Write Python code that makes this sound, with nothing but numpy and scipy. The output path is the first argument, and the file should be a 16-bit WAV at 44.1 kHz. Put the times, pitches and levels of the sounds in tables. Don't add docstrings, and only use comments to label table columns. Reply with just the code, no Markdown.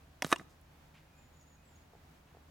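import sys
import numpy as np
from scipy import signal
from scipy.fft import rfft, irfft
from scipy.io import wavfile

SR = 44100
rng = np.random.default_rng(int(sys.argv[2]) if len(sys.argv) > 2 else 0)


def wrap_up_sound(samples):
    columns = np.atleast_2d(samples).T
    tamed = np.clip(columns, -1, 1)
    steps = np.round(tamed * 32767).astype(np.int16)
    wavfile.write(sys.argv[1], SR, steps)


N = 110250

# time in seconds, level in dB.
ENGINE_LEVELS = [(0, -68), (.45, -70.5), (.64, -64.5), (.95, -72.5), (1.45, -74.5), (1.71, -64.5),
                 (1.9, -71), (2.2, -70), (2.5, -62.5)]
# frequency in Hz, relative spectral level in dB.
AIR_SPECTRUM = [(15, -43), (25, -11), (80, -2), (105, -9.5), (153, -7), (185, -10.5), (301, -12.5),
                (394, -18), (754, -15.5), (1190, -19.5), (2410, -24.5), (5430, -32.5), (6920, -33.5),
                (8360, -38.5), (16000, -39)]
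# frequency in Hz, coherence from 0 to 1.
AIR_COHERENCE = [(60, 0.97), (130, .98), (290, 0.78), (640, 0.24), (1400, 0.21), (3100, 0.1), (6800, 0.26),
                 (15000, 1)]
# start in seconds, ring level in dB, splinter level in dB.
SNAPS = [(0.222, -18.5, -27.5), (0.2226, -30, -24.5), (0.2277, -39.5, -38.5)]
# frequency in Hz, level in dB, T60 in seconds, rise in seconds.
STICK_MODES = [(287, -16, .04, 0.00217), (622, -4.5, 0.027, 0.0026), (756, -1, 0.025, 0.0024),
               (960, -7, 0.033, 0.0014), (1680, -21, .025, 0.00042), (1900, -2, 0.01, 0.00037),
               (2174, 2, 0.0075, 0.00037), (2480, -10.5, 0.0115, 0.00033), (3380, -19.5, 0.031, 0.00036),
               (5700, -5, 0.0094, .0003)]
# start in seconds, level in dB.
CRACKS = [(.2229, -28), (.3260, -26)]
# frequency in Hz, relative spectral level in dB.
SPLINTER_SPECTRUM = [(200, -19), (1200, -8), (2200, 6.5), (3200, -13), (4200, -6), (5000, -1), (7500, -6.5),
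                     (10500, -12), (13000, -19.5), (16000, -28.5)]
CRACK_SPECTRUM = [(1500, -20), (4000, -4), (7500, 0), (10500, -4), (13500, -10), (16000, -19)]
SCRAPE_SPECTRUM = [(150, -6.5), (400, -10), (1200, -3), (3000, -8), (7500, -8.5), (12000, -11.5),
                   (16000, -25.5)]
CRUNCH_SPECTRUM = [(150, -14.5), (400, 12.5), (1500, -2), (4000, -7), (4600, -9), (6500, -9.5),
                   (8200, -9.5), (11000, -18), (16000, -40.5)]
# time in seconds, level in dB.
SCRAPE_LEVELS = [(0.234, -55), (0.245, -50), (.27, -55.5), (.288, -56.5), (.308, -50), (.322, -43.5),
                 (.34, -59), (.36, -63), (0.374, -79), (.395, -66.5), (.44, -79)]
# start in seconds, ring level in dB, upper and lower
# corners in Hz, thud level in dB, crunch level in dB, rise in seconds, crunch T60 in seconds.
BLOWS = [(.2465, -37.5, 5000, 900, -27.5, -19.5, 0.000079, 0.0071),
         (0.2652, -51, 3000, 200, -44, -40, 0.00092, 0.017),
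         (0.3002, -48.5, 2990, 700, -62.5, -63.5, 0.00083, .02),
         (0.3164, -25, 3500, 1106, -48, -34.5, 0.0011, 0.0224),
         (.3257, -14.5, 12000, 50, -61, -15, 0.00043, 0.019),
         (.32958, -25, 11770, 1200, -51.5, -25.5, 0.0007, 0.021),
         (0.3405, -34, 1100, 500, -55, -59.5, 0.00087, .02),
         (0.3958, -46, 2980, 600, -42, -56, 0.00062, .02),
         (0.402, -44.5, 794, 200, -49.5, -57, 0.00087, 0.023),
         (.4110, -42, 900, 200, -41.5, -67, .002, 0.017)]
# frequency in Hz,
# level in dB, T60 in seconds.
LOG_MODES = [(212, -35, 0.062), (339, -9.5, 0.038), (436, -3, 0.021), (541.5, -17, 0.045), (682, -1, 0.029),
             (1171.5, 1, 0.022), (1233, -4, 0.033), (1462, -2, 0.023), (1736, -7, 0.044),
             (1922, -6.5, 0.03), (2475, -9.5, 0.035), (2945, -12.5, 0.03), (3500, -18, 0.034),
             (3770, -7.5, 0.029)]
THUD_MODES = [(172, 1.5, 0.0351), (260.5, 0.5, 0.027), (348, -8, 0.026)]
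CHATTER_MODES = [(990, -2.5, 0.022), (1830, -4.5, 0.028), (2800, 0.5, 0.02), (3360, -10, .026),
                 (7000, -10, .012), (8400, -11, 0.013)]
CASE_MODES = [(473, -1, 0.016), (706, -0.81, 0.017)]
# start in seconds, level in dB, centre in Hz, T60 in seconds.
CHIPS = [(0.264, -38, 5530, 0.01), (.2703, -43, 11000, .01), (.3110, -45, 7500, 0.0088),
         (.3170, -29, 8180, 0.0051), (0.3824, -50.5, 5900, 0.024), (0.3963, -43, 1680, 0.012),
         (0.3997, -63, 5950, 0.014), (0.427, -70, 6000, 0.026), (.612, -64, 10000, .018),
         (1.412, -62, 5500, .015), (1.429, -69, 8000, 0.018)]
# start in seconds, ring level in dB, splinter level in dB.
BOUNCES = [(0.3587, -48, -48.5), (0.3601, -34, -43.5), (0.362, -42, -50)]
# start in seconds, level in dB, centre in Hz, rise and T60 in seconds.
RUSTLES = [(.485, -62.5, 5500, 0.021, 0.19), (0.938, -56, 2210, 0.018, .24),
           (2.27, -66.5, 2000, 0.016, 0.31)]
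# start and length in seconds, first, middle and last pitch in Hz, level in dB.
WHISTLES = [(1.148, 0.13, 6800, 7090, 6640, -75.5), (1.326, 0.12, 6730, 6880, 6520, -73),
            (1.464, 0.098, 6870, 6910, 6450, -72), (1.649, 0.13, 7930, 7200, 6520, -70.5),
            (1.07, 0.17, 2440, 2453, 2480, -76.5), (1.563, .09, 2455, 2530, 2530, -75.5)]
# start in seconds, level in dB.
TAPS = [(1.935, -48), (1.952, -48), (2.3487, -48), (2.37, -47)]
# frequency in Hz, left minus right level in dB.
TRAP_BALANCE = [(60, -1.5), (200, -3.5), (700, -1.5), (1300, -3.5), (2400, 1.1), (8000, -0.5),
                (12000, -1.8)]
# frequency in Hz, gain in dB.
ECHO_RESPONSE = [(80, -5), (280, 1.5), (600, -8.5), (2000, -9), (5000, -4), (16000, -8)]

ENGINE_HZ, ENGINE_DRIFT, SECOND_HARMONIC_DB = 76.8, .016, -71.5
AIR_DB, BACKGROUND_BALANCE_DB = -62, -.5
SCRAPE_GRAIN, CRUNCH_GRAIN, CRACKLE_COHERENCE = .45, .34, .93
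WHISTLE_WAVER, BIRD_ECHO_DB = .00857, -4
TRAP_ECHO_DB, LOW_CUT_HZ, TOP_HZ = -21, 160, 16500


def undb(db):
    return 10 ** (np.asarray(db) / 20)


def unit(x):
    return x / np.sqrt(np.mean(x ** 2))


def times():
    return np.arange(N) / SR


def freqs():
    return np.maximum(np.fft.rfftfreq(N, 1 / SR), 1)


def curve(points):
    hz, value = np.array(points, float).T
    return np.interp(np.log(freqs()), np.log(hz), value)


def shape(x, gain):
    return irfft(rfft(x) * gain, N)


def grit(grain):
    size = np.exp(grain * np.repeat(rng.standard_normal(N // 24 + 1), 24)[:N])
    return unit(rng.standard_normal(N) * size)


def crackle(grain, spectrum):
    mid = grit(grain) * np.sqrt(1 + CRACKLE_COHERENCE)
    side = grit(grain) * np.sqrt(1 - CRACKLE_COHERENCE)
    return unit(shape(np.array([mid + side, mid - side]), undb(curve(spectrum))))


def band(x, hz, q):
    return unit(shape(x, 1 / (1 + (q * (freqs() / hz - hz / freqs())) ** 2)))


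def fade(start, rise, t60):
    age = np.maximum(times() - start, 0)
    return (1 - np.exp(-age / rise)) * np.exp(-np.minimum(np.log(1000) * age / t60, 40))


def wander(hz):
    return unit(shape(rng.standard_normal(N), np.exp(-(freqs() / hz) ** 2) + 1e-9))


def ring(start, modes, rise):
    out, first = np.zeros(N), int(start * SR)
    age = np.arange(min(SR // 6, N - first)) / SR
    tone = sum(undb(db) * np.sin(2 * np.pi * hz * age) * np.exp(-np.log(1000) * age / t60)
               for hz, db, t60 in modes)
    out[first:first + len(age)] = tone * (1 - np.exp(-age / rise))
    return out


def scatter(x, rise, t60):
    tail = rng.standard_normal((2, N)) * fade(0, rise, t60)
    tail /= np.sqrt(np.sum(tail ** 2, axis=1, keepdims=True))
    return signal.fftconvolve(np.atleast_2d(x), tail, axes=1)[:, :N]


def engine():
    phase = 2 * np.pi * np.cumsum(ENGINE_HZ * (1 + ENGINE_DRIFT * wander(hz=5.44))) / SR
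    fundamental = undb(np.interp(times(), *np.array(ENGINE_LEVELS).T)) * unit(np.sin(phase))
    second = unit(np.sin(2 * phase) * undb(2.2 * wander(hz=4)))
    return fundamental + undb(SECOND_HARMONIC_DB) * second


def open_air():
    coherence, colour = curve(AIR_COHERENCE), undb(curve(AIR_SPECTRUM))
    mid = shape(rng.standard_normal(N), colour * np.sqrt(1 + coherence))
    side = shape(rng.standard_normal(N), colour * np.sqrt(1 - coherence))
    return undb(AIR_DB) * unit(np.array([mid + side, mid - side])) * undb(.7 * wander(hz=7))


def trigger_stick():
    out = 0
    for start, ring_db, splinter_db in SNAPS:
        splinter = crackle(0, SPLINTER_SPECTRUM) * fade(start, rise=.00014, t60=.01)
        bending = sum(ring(start, [(hz, db, t60)], rise) for hz, db, t60, rise in STICK_MODES)
        out += undb(splinter_db) * splinter + undb(ring_db) * bending
    return out


def cracks():
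    return sum(undb(db) * crackle(0, CRACK_SPECTRUM) * fade(start, rise=.0001, t60=.004)
               for start, db in CRACKS)


def bark_scrape():
    level_db = np.interp(times(), *np.array(SCRAPE_LEVELS).T, left=-np.inf, right=-np.inf)
    return crackle(SCRAPE_GRAIN, SCRAPE_SPECTRUM) * undb(level_db)


def log_blows():
    out = 0
    for start, ring_db, dull_hz, thin_hz, thud_db, crunch_db, rise, crunch_t60 in BLOWS:
        modes = [(hz, db - 10 * np.log10((1 + (hz / dull_hz) ** 4) * (1 + (thin_hz / hz) ** 2)), t60)
                 for hz, db, t60 in LOG_MODES]
        wood = undb(ring_db) * ring(start, modes, rise)
        thud = undb(thud_db) * ring(start, THUD_MODES, rise=.00096)
        crunch = undb(crunch_db) * crackle(CRUNCH_GRAIN, CRUNCH_SPECTRUM) * fade(start, rise, crunch_t60)
        out += wood + thud + crunch
    return out


def chips():
    return sum(undb(db) * band(rng.standard_normal(N), hz, q=1.72) * fade(start, .0003, t60)
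               for start, db, hz, t60 in CHIPS)


def chatter():
    out = 0
    for start, ring_db, splinter_db in BOUNCES:
        splinter = crackle(0, SPLINTER_SPECTRUM) * fade(start, rise=.00035, t60=.015)
        out += undb(ring_db) * ring(start, CHATTER_MODES, rise=.00057) + undb(splinter_db) * splinter
    return out


def grass():
    return sum(undb(db) * band(grit(grain=.3), hz, q=.95) * fade(start, rise, t60)
               for start, db, hz, rise, t60 in RUSTLES)


def birds():
    calls, waver = 0, 1 + WHISTLE_WAVER * wander(hz=70)
    for start, length, first_hz, middle_hz, last_hz, db in WHISTLES:
        progress = np.clip((times() - start) / length, 0, 1)
        glide = np.polyfit([0, .5, 1], [first_hz, middle_hz, last_hz], 2)
        hz = np.polyval(glide, progress) * waver
        swell = np.abs(np.sin(np.pi * progress)) ** .5
        calls += undb(db) * swell * np.sin(2 * np.pi * np.cumsum(hz) / SR)
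    calls *= undb(3.6 * wander(hz=45))
    return calls + undb(BIRD_ECHO_DB) * scatter(calls, rise=.013, t60=.33)


def finger_taps():
    return sum(undb(db) * ring(start, CASE_MODES, rise=.00032) for start, db in TAPS)


def scene():
    sides = np.array([[.5], [-.5]])
    low_cut = signal.butter(3, LOW_CUT_HZ, "high", fs=SR, output="sos")
    trap = signal.sosfilt(low_cut, trigger_stick() + log_blows() + chatter()
                          + bark_scrape() + chips() + cracks())
    direct = shape(trap, undb(sides * curve(TRAP_BALANCE)))
    echo = undb(TRAP_ECHO_DB) * scatter(shape(trap, undb(curve(ECHO_RESPONSE))), rise=.01, t60=.46)
    small_sounds = grass() + birds() + finger_taps()
    background = (engine() + open_air()) * undb(sides * BACKGROUND_BALANCE_DB)
    return direct + echo + small_sounds + background


def record(dry):
    ceiling = undb(-6)
    low_pass = signal.ellip(8, .2, 70, TOP_HZ, fs=SR, output="sos")
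    return signal.sosfilt(low_pass, ceiling * np.tanh(dry / ceiling))


dry = scene()
out = record(dry)
wrap_up_sound(out)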